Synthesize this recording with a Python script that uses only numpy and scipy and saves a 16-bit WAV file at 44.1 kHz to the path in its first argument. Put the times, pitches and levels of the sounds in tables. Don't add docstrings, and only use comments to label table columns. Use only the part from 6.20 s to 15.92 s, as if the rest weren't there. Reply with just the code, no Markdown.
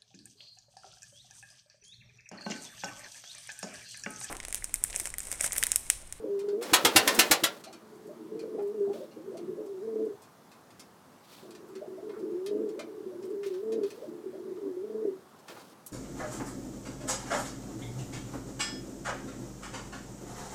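import sys
import numpy as np
from scipy import signal
from scipy.io import wavfile
from scipy.ndimage import uniform_filter1d

SR = 44100
rng = np.random.default_rng(int(sys.argv[2]) if len(sys.argv) > 2 else 0)


def waveform_to_disk(signal):
    frames = np.transpose(np.atleast_2d(signal))
    scaled = np.clip(frames, -1, 1) * 32767
    samples = np.round(scaled).astype(np.int16)
    wavfile.write(sys.argv[1], SR, samples)


def decibels_to_gain(level_db):
    exponent = np.asarray(level_db, float) / 20
    return 10 ** exponent


N = 428652
CHEST_HZ = 223.9


def evened(x):
    return x / np.sqrt(np.mean(x ** 2) + 1e-20)


def read(points, hz):
    f, value = np.transpose(points)
    return np.interp(np.log(hz + 1), np.log(f + 1), value)


def add(mix, s, sound):
    part = mix[max(round(s * SR), 0):][:len(sound)]
    part += sound[:len(part)]


def colour(x, spectrum, tilt_db=0):
    hz = abs(np.fft.fftfreq(2048, 1 / SR))
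    octaves = np.log2(np.maximum(hz, 800) / 4000)
    log_gain = np.log(decibels_to_gain(np.maximum(read(spectrum, hz) + tilt_db * octaves, -100)))
    response = np.exp(np.conj(signal.hilbert(log_gain)))
    taps = np.fft.ifft(response).real[:1024]
    return signal.oaconvolve(x, taps / np.linalg.norm(taps))


def wander(size, s):
    width = max(round(s * SR), 1)
    smooth = uniform_filter1d(rng.standard_normal(size), width)
    return evened(uniform_filter1d(smooth, width))


def puff(t, rise_s, fall_s):
    t = np.maximum(t, 0)
    shape = (1 - np.exp(-(t / rise_s) ** 2)) * np.exp(-t / fall_s)
    return shape / (shape.max() + 1e-9)


def along(tables, column=1, quiet=-110):
    t, out = np.arange(N) / SR, np.full(N, float(quiet))
    for rows in tables:
        rows = np.array(rows)
        inside = (t >= rows[0, 0]) & (t < rows[-1, 0])
        out[inside] = np.interp(t[inside], rows[:, 0], rows[:, column])
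    return out


def crackle(spread_s, rise_s, per_s):
    t = np.arange(1, 2600) / SR
    draws = rng.random((len(t), 3))
    happens = draws[:, 0] < per_s / SR
    snaps = happens * np.sign(draws[:, 1] - .5) * -np.log(draws[:, 2] + 1e-2)
    gather = 1 - 0.85 * np.exp(-t / rise_s)
    fade = np.exp(-(t / max(spread_s, .001)) ** 2.1)
    return snaps * gather * fade


def loft(x, level_db):
    # (f/Hz, time to fall by 60 dB/s)
    ringing = [(100, 0.1), (400, 0.3), (1500, 0.21), (5000, 0.14), (15000, 0.054)]
    taps = np.zeros(SR // 2)
    at = np.arange(120, len(taps) - 20, 12)
    taps[at + rng.integers(0, 12, len(at))] = rng.choice([-1., 1.], len(at))
    hz, t, z = signal.stft(taps, SR, nperseg=256)
    fading = z * decibels_to_gain(-60 * t / read(ringing, hz)[:, None])
    tail = signal.istft(fading, SR, nperseg=256)[1]
    heard = decibels_to_gain(level_db) * signal.fftconvolve(x, tail / np.linalg.norm(tail))
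    add(heard, 0, x)
    return heard[:N]


def air():
    # (f/Hz, relative level per Hz/dB)
    wash = [(15, -46.5), (25, -11), (48, -37.5), (118, -2), (220, 0.5), (457, -5.5), (1060, -6),
            (2460, -21), (5570, -22.5), (10700, -26.5), (15200, -29), (16500, -37)]
    frames, hz = N // 256 + 5, np.fft.rfftfreq(1024, 1 / SR)
    a, b, patches = rng.standard_normal((frames, 513, 3)).T
    patches = evened(uniform_filter1d(uniform_filter1d(patches, 12, 0), 14, 1))
    z = (a + 1j * b) * decibels_to_gain(read(wash, hz)[:, None] + patches)
    noise = signal.istft(z, nperseg=1024, noverlap=768)[1][:N]
    return decibels_to_gain(-56.5) * evened(noise)


def rustle():
    # (t/s, level/dB, share of the thin rasp 0-1)
    brushes = [
        [(0.415, -40.5, 0.02), (1.001, -32, 0.07), (1.42, -53, 0.14)],
        [(2.72, -69, 0.35), (2.738, -51, 0.2), (2.87, -63, 0.56)],
        [(5.03, -64, 0.5), (5.138, -51.5, 0.63), (5.3, -64, 0.45)],
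        [(7.24, -52, 0.79), (7.428, -67.5, 0.6), (7.45, -67.5, 0.5)],
        [(7.66, -52, 0.44), (7.83, -59, 0.13), (7.9, -62.5, 0.3)],
        [(9.26, -70.5, 0.4), (9.29, -48, 0.03), (9.54, -61.5, 0.5)],
    ]
    # (f/Hz, relative level per Hz/dB)
    wing_colour = [(120, -35), (200, -4.5), (394, 0), (548, -1.5), (749, -7), (8900, -24), (16000, -28.5)]
    # (f/Hz, relative level per Hz/dB)
    quill_colour = [(1060, -40.5), (1800, -2.5), (4170, -2), (6590, -12.5), (13200, -15.5), (16000, -17.5)]
    grains = rng.standard_normal(N) * decibels_to_gain(1.5 * wander(N, .006))
    share = np.clip(along(brushes, column=2, quiet=0), 0, 1)
    swish = evened(colour(grains, wing_colour)[:N])
    rasp = evened(colour(grains, quill_colour)[:N])
    level = uniform_filter1d(decibels_to_gain(along(brushes)), 600)
    return ((1 - share) * swish + share * rasp) * level


def ticks(count=20):
    # (t/s, level near the peak/dB, tilt/dB per octave)
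    steps = [(0.1918, -42.5, 1.5), (0.2858, -43.5, -4), (0.425, -30.5, 2), (0.947, -25.5, 11),
             (1.4383, -37.5, 0.7), (1.5268, -42.5, 0.1), (2.1924, -46, 0), (2.391, -49, -10.5),
             (2.7322, -45.5, -3), (3.1702, -45.5, 1), (4.0188, -48, 5), (4.3151, -47, -1),
             (4.5042, -51, -1), (4.595, -40.5, 3), (5.306, -44.5, 2), (5.3487, -46, -2),
             (5.5532, -45, -2.5), (5.893, -47, -10.5), (6.2615, -34.5, 1.3), (6.4884, -48.5, 0),
             (6.592, -34.5, -3), (7.0258, -47, 0), (7.232, -39.5, -4), (7.2626, -44.5, 3),
             (7.34, -47.5, -3), (7.5206, -41, -0.5), (7.633, -41, -1.5), (7.7033, -41.5, 0.1),
             (8.36, -54.5, -6.5), (9.282, -38.5, -3.5), (9.365, -45.5, -13.5), (9.394, -48, -1.5),
             (9.663, -35, 13.5)]
    # (f/Hz, relative level per Hz/dB)
    grit = [(530, -32.5), (900, -6.5), (3130, -4), (5170, -2.5), (9400, -8), (14800, -19.5), (16100, -24.5),
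            (16700, -61)]
    out = np.zeros(N)
    when = rng.random(count) * N / SR
    size, tilt = rng.standard_normal((count, 2)).T
    faint = zip(when, -55.5 + size, 5.5 + 5 * tilt)
    for s, db, tilt_db in steps + list(faint):
        tick = colour(crackle(.007, 0.00074, per_s=6100), grit, tilt_db)
        add(out, s, decibels_to_gain(db) * tick / np.percentile(abs(tick[:400]), 99))
    return out


def tray():
    # (t/s, peak level/dB)
    taps = [(1.4387, -50), (1.4686, -47), (1.5299, -51), (2.1916, -51), (2.2248, -62), (2.9113, -53.5),
            (3.171, -53)]
    # (f/Hz, relative level/dB, time to fall by 60 dB/s)
    modes = [(2380, -5, .02), (2860, -2, .025), (4170, 0, .02), (4330, -3, .02), (5960, -7, .018)]
    out, t = np.zeros(N), np.arange(6000) / SR
    ring = sum(decibels_to_gain(db - 60 * t / t60) * np.sin(2 * np.pi * hz * t) for hz, db, t60 in modes)
    for s, db in taps:
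        tap = signal.fftconvolve(crackle(.012, 0.0019, per_s=3300), ring)
        add(out, s, decibels_to_gain(db) * tap / abs(tap).max())
    return out


def wings():
    # (t/s, level of the slap near its peak/dB, basic spread of the slaps/s, tilt/dB per octave)
    claps = [(0.5347, -4.5, 0.011, 0.6), (0.6496, -5, 0.0087, -0.3), (0.7613, -2.5, 0.009, 0.34),
             (0.876, -6.5, 0.0068, 0.1), (0.9916, -3, 0.0083, 0.86), (1.112, -5, 0.0094, 1.44),
             (1.2371, -8, 0.0084, 0.9)]
    # (f/Hz, relative level per Hz/dB)
    slap_colour = [(35, -46), (60, -17.5), (477, -2), (1870, -3), (2050, -3), (3210, -2.5), (4790, -5.5),
                   (13200, -11), (15600, -17.5), (16700, -35.5)]
    out, t = np.zeros(N), np.arange(3000) / SR
    for s, db, spread, tilt_db in claps:
        rush = 0.28 * rng.standard_normal(2599) * puff(t[:2599], .4 * spread, 0.011)
        snaps = crackle(1.25 * spread, 0.5 * spread, per_s=5000)
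        slap = colour(snaps + rush, slap_colour, tilt_db)
        slap = decibels_to_gain(db) * slap / np.percentile(abs(slap[:600]), 99.5)
        add(out, s - .002, loft(slap, -4.5))
        hollow_hz = 310 * rng.uniform(.93, 1.07)
        hollow = np.sin(2 * np.pi * hollow_hz * t) * puff(t, 0.0042, 0.012)
        add(out, s - .01, decibels_to_gain(db - 20) * hollow)
        thump = wander(len(t), 0.001) * puff(t, 0.011, 0.0027)
        add(out, s - .012, decibels_to_gain(db - 30) * thump)
    return out


def croak():
    out, size = np.zeros(N), round(0.116 * SR)
    puffs = rng.standard_normal(size) * decibels_to_gain(4.0 * wander(size, 0.0031))
    band = signal.butter(2, [0.57 * 1500, 1.06 * 1500], "band", fs=SR, output="sos")
    rasp = evened(signal.sosfilt(band, puffs))
    shape = puff(np.arange(size) / SR, .02, 0.043) * signal.windows.tukey(size, .1)
    add(out, 5.92, decibels_to_gain(-56) * rasp * shape)
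    return out


def clucks():
    # (t/s, level of the main tone/dB, pitch the slide passes/Hz)
    calls = [(0.042, -32.5, 537), (1.47, -46, 743), (1.888, -45, 604), (2.233, -32, 492), (2.344, -38, 497),
             (2.379, -43, 789), (2.676, -43, 744), (2.743, -41, 619.6), (2.807, -37, 592),
             (2.968, -44.5, 522), (3.119, -41.5, 531), (3.147, -43, 683), (3.374, -40.5, 555),
             (5.24, -55, 610), (5.602, -43.5, 557.4), (5.619, -39, 632), (5.775, -45.5, 650),
             (6.029, -43.5, 508.5), (6.558, -44, 536), (6.588, -37.5, 623), (6.91, -45.5, 561),
             (7.775, -44, 508), (7.825, -37, 592), (8.134, -42.5, 621)]
    out, t = np.zeros(N), np.arange(0, .15, 1 / SR)
    for s, db, hz in calls:
        length = .034 - .001 * (db + 43)
        slide = 1.1 - 0.34 * np.exp(-t / 0.018) + 0.06 * np.tanh(wander(len(t), 0.003))
        turns = hz * np.cumsum(slide) / SR
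        tone = np.sin(2 * np.pi * turns) + decibels_to_gain(-11) * np.sin(2 * np.pi * .8 * turns)
        tone *= decibels_to_gain(4 * np.tanh(wander(len(t), .004)))
        add(out, s - .008, decibels_to_gain(db) * tone * puff(t, 0.3 * length, 0.5 * length))
    return out


def murmur():
    # (t/s, level/dB, lift of the chest bands/dB)
    rolls = [
        [(0.0, -40.5, 3), (0.08, -48, -2)],
        [(1.4, -61, 9), (1.8, -53, 8), (2.12, -48, 5), (2.4, -47.5, 6)],
        [(2.66, -47, 15), (2.934, -51.5, 5), (3.28, -45, 9.5), (3.46, -43, 3)],
        [(5.228, -51, 3), (5.5, -52.5, 1), (6.15, -39.5, -10)],
        [(6.48, -43, 2), (6.824, -46.5, -6.5), (7.15, -46, -6.5)],
        [(7.66, -55, 1), (7.892, -49.5, 5), (8.4, -46, -5)],
    ]
    # (f/Hz, width/Hz, relative level/dB)
    bands = [(312.5, 15, -2.5), (390, 70, 2.5), (225, 13, -9), (175, 30, -17.5), (499, 140, -10.5)]
    throat, chest, t = np.zeros(N), np.zeros(N), np.arange(3000) / SR
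    for detune in np.linspace(-1, 1, num=3):
        moments = (rng.random(N) < 24 / SR) * decibels_to_gain(2.1 * rng.standard_normal(N))
        for hz, width, db in bands:
            hits = moments * decibels_to_gain(2.8 * rng.standard_normal(N)) * rng.choice([-1., 1.], N)
            ring = np.sin(2 * np.pi * (hz + detune * width / 2) * t) * puff(t, 0.011, 0.017)
            place = chest if hz < CHEST_HZ + width else throat
            add(place, 0, decibels_to_gain(db) * signal.oaconvolve(hits, ring))
    lift = uniform_filter1d(decibels_to_gain(along(rolls, column=2, quiet=0)), 800)
    level = uniform_filter1d(decibels_to_gain(along(rolls)), 400)
    return evened(throat + lift * chest) * level


def roll():
    # (t/s, level of the throat ring/dB, starting f/Hz)
    pops = [(0.045, -36.5, 310), (1.862, -42, 409), (2.012, -39, 324), (2.12, -35.5, 426), (2.97, -40, 316),
            (3.075, -36, 390), (3.192, -37.5, 360), (3.284, -36.5, 378.4), (3.339, -39.5, 398),
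            (3.408, -40, 329), (5.236, -48, 376), (5.291, -41, 356), (5.43, -46, 390), (5.558, -34.5, 390),
            (5.677, -39.5, 370), (5.727, -37.5, 379.5), (5.825, -44, 397), (6.029, -36, 373),
            (6.072, -36, 351), (6.121, -34, 347), (6.643, -36, 329), (6.862, -32.5, 373), (6.989, -38, 361),
            (7.035, -34, 375), (7.078, -37, 367.6), (7.102, -36.5, 390), (7.884, -38, 321),
            (8.062, -35, 377), (8.199, -39, 358), (8.252, -36, 373), (8.286, -36.5, 383.5),
            (8.315, -34, 369)]
    out, t = np.zeros(N), np.arange(5000) / SR
    for (s, db, hz), chance in zip(pops, rng.random((len(pops), 4))):
        turns = hz * (t - 0.17 * t ** 2)
        ring = np.sin(2 * np.pi * (turns + chance[0]))
        ring += decibels_to_gain(-12.5 + 3.3 * chance[3]) * np.sin(2 * np.pi * (CHEST_HZ * t + chance[1]))
        ring += decibels_to_gain(-16) * np.sin(2 * np.pi * (1.3 * turns + chance[2]))
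        add(out, s - .008, decibels_to_gain(db) * ring * puff(t, rise_s=.012, fall_s=.012))
    return out


def notes():
    # (t/s, pitch f/Hz, harmonic 2 level/dB, half lines against harmonic 2/dB)
    hums = [
        [(0.0, 222.3, -41.5, -15), (0.04, 222, -50, -15), (0.06, 195.5, -48, 3), (0.1, 202.4, -32.5, -38),
         (0.2, 196.1, -35, -25), (0.24, 206, -38.5, -22), (0.35, 202.1, -33.5, -22), (0.4, 236.2, -37.5, -4),
         (0.45, 245.4, -41, 3)],
        [(2.11, 208.4, -49.5, -15), (2.17, 231.4, -48, -20), (2.25, 218.5, -43.5, -12),
         (2.35, 217.3, -38.5, -9.5), (2.39, 204, -34.5, -17), (2.47, 200.9, -35.5, -36),
         (2.56, 218.8, -35, -15), (2.61, 200.5, -26, -33), (2.65, 197.4, -33, -22), (2.7, 202.7, -34.5, -22),
         (2.73, 197.1, -49, 0)],
        [(3.44, 187.3, -50, -0.5), (3.5, 200.4, -38.5, -38), (3.6, 182, -41, -35), (3.64, 220.8, -34.5, -21.5),
         (3.7, 225, -38, -14.5), (3.76, 216.3, -31.5, -12), (3.85, 221.5, -32, -13.5), (3.89, 207.2, -46, -2),
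         (3.92, 195.3, -40.5, -22.5)],
        [(5.87, 198.1, -42, -25), (5.91, 214.6, -36.5, -16), (5.95, 216.7, -53, -9), (5.99, 216.5, -36, -37),
         (6.02, 216.2, -43, 5)],
        [(6.13, 170.3, -43, -19), (6.18, 181.6, -32.5, -35), (6.24, 187.9, -33, -32), (6.29, 208.6, -37, -20),
         (6.33, 206.3, -30, -19), (6.38, 211.7, -31.5, -10), (6.43, 221, -28, -2.5), (6.47, 211.3, -31, -11.5),
         (6.5, 200.6, -42, -15)],
        [(7.13, 195.8, -35.5, -9), (7.23, 204.1, -41.5, -32), (7.34, 180.6, -31.5, -48.5),
         (7.39, 187.3, -32, -42), (7.42, 209.3, -40, -25), (7.46, 220.1, -33.5, -22), (7.57, 224.5, -30, -7),
         (7.65, 196.8, -31.5, -15.5), (7.7, 192.1, -52, -18)],
        [(8.39, 200.9, -52, -12.5), (8.44, 198, -33, -14), (8.47, 197, -37.5, -5), (8.5, 188, -34.5, -16),
         (8.54, 177.2, -37.5, -44), (8.61, 185.2, -32.5, -37), (8.65, 214.4, -38, -20), (8.77, 216.4, -31, -22),
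         (8.84, 222, -36.5, -4.5), (8.9, 185.3, -32.5, -20.5), (8.97, 193.5, -49.5, -9.5)],
    ]
    # (t/s, peak level/dB)
    gulps = [(0.243, -31.5), (0.285, -24.5), (0.332, -25), (2.154, -37), (2.285, -39), (2.388, -35),
             (2.544, -34), (2.609, -32), (2.702, -29.5), (3.543, -35), (3.676, -32), (3.759, -30),
             (3.865, -29.5), (3.904, -33.5), (5.895, -30.5), (5.968, -34), (6.312, -25.5), (6.35, -37),
             (6.438, -31), (6.461, -28.5), (7.142, -36), (7.265, -26.5), (7.307, -32), (7.433, -30.5),
             (7.559, -33.5), (7.584, -30), (7.614, -24.5), (7.636, -31), (8.457, -31), (8.571, -30.5),
             (8.639, -33), (8.7, -32), (8.747, -34), (8.822, -33.5), (8.853, -26), (8.88, -27.5),
             (8.924, -46)]
    t = np.arange(N) / SR
    s, hz, level_db, rough_db = np.transpose(np.vstack(hums))
    hz, level_db, rough_db = (np.interp(t, s, v) for v in (hz, level_db, rough_db))
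    sounding = sum((t >= rows[0][0]) & (t < rows[-1][0]) for rows in hums)
    sounding = uniform_filter1d(sounding * 1., round(0.017 * SR))
    turns = np.cumsum(hz * (1 + .003 * wander(N, 0.0052))) / SR
    second = np.sqrt(2) * decibels_to_gain(level_db + .8 * wander(N, .015))
    first = second * decibels_to_gain(-12 - 0.6 * np.maximum(CHEST_HZ - hz, 0))
    half = second * decibels_to_gain(rough_db)
    swell, choke = np.zeros((2, N))
    for at, db in gulps:
        add(swell, at - .008, decibels_to_gain(db) * puff(t[:4000], rise_s=.012, fall_s=0.0095))
        add(choke, at - .02, 0.75 * signal.windows.hann(round(.025 * SR)))
    push = np.hypot(1 - np.clip(choke, 0, 1), swell / second)
    flutter = decibels_to_gain(3.3 * wander(N, 0.01))
    voice = first * np.sin(2 * np.pi * turns)
    third = decibels_to_gain(-26.5) * flutter * np.sin(6 * np.pi * turns)
    voice += second * push * (np.sin(4 * np.pi * turns) + third)
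    slip = .9 * wander(N, .012)
    lines = np.sin(3 * np.pi * turns + slip) + decibels_to_gain(-11.5) * np.sin(5 * np.pi * turns - slip)
    voice += half * push ** 0.5 * flutter * lines
    return voice * sounding


def scene():
    hum = loft(notes(), -13)
    calls = loft(roll() + clucks() + croak() + murmur(), -6.5)
    floor = loft(ticks() + tray(), 1.7)
    return (hum + calls + wings() + floor + rustle() + air())[None]


def roll_off(x):
    return signal.sosfilt(signal.butter(12, 17000, fs=SR, output="sos"), x)


def record(dry):
    thin = signal.sosfilt(signal.butter(1, 75, "high", fs=SR, output="sos"), dry)
    rounded = .8 * np.tanh(thin / .8)
    return roll_off(rounded)


dry = scene()
out = record(dry)
waveform_to_disk(out)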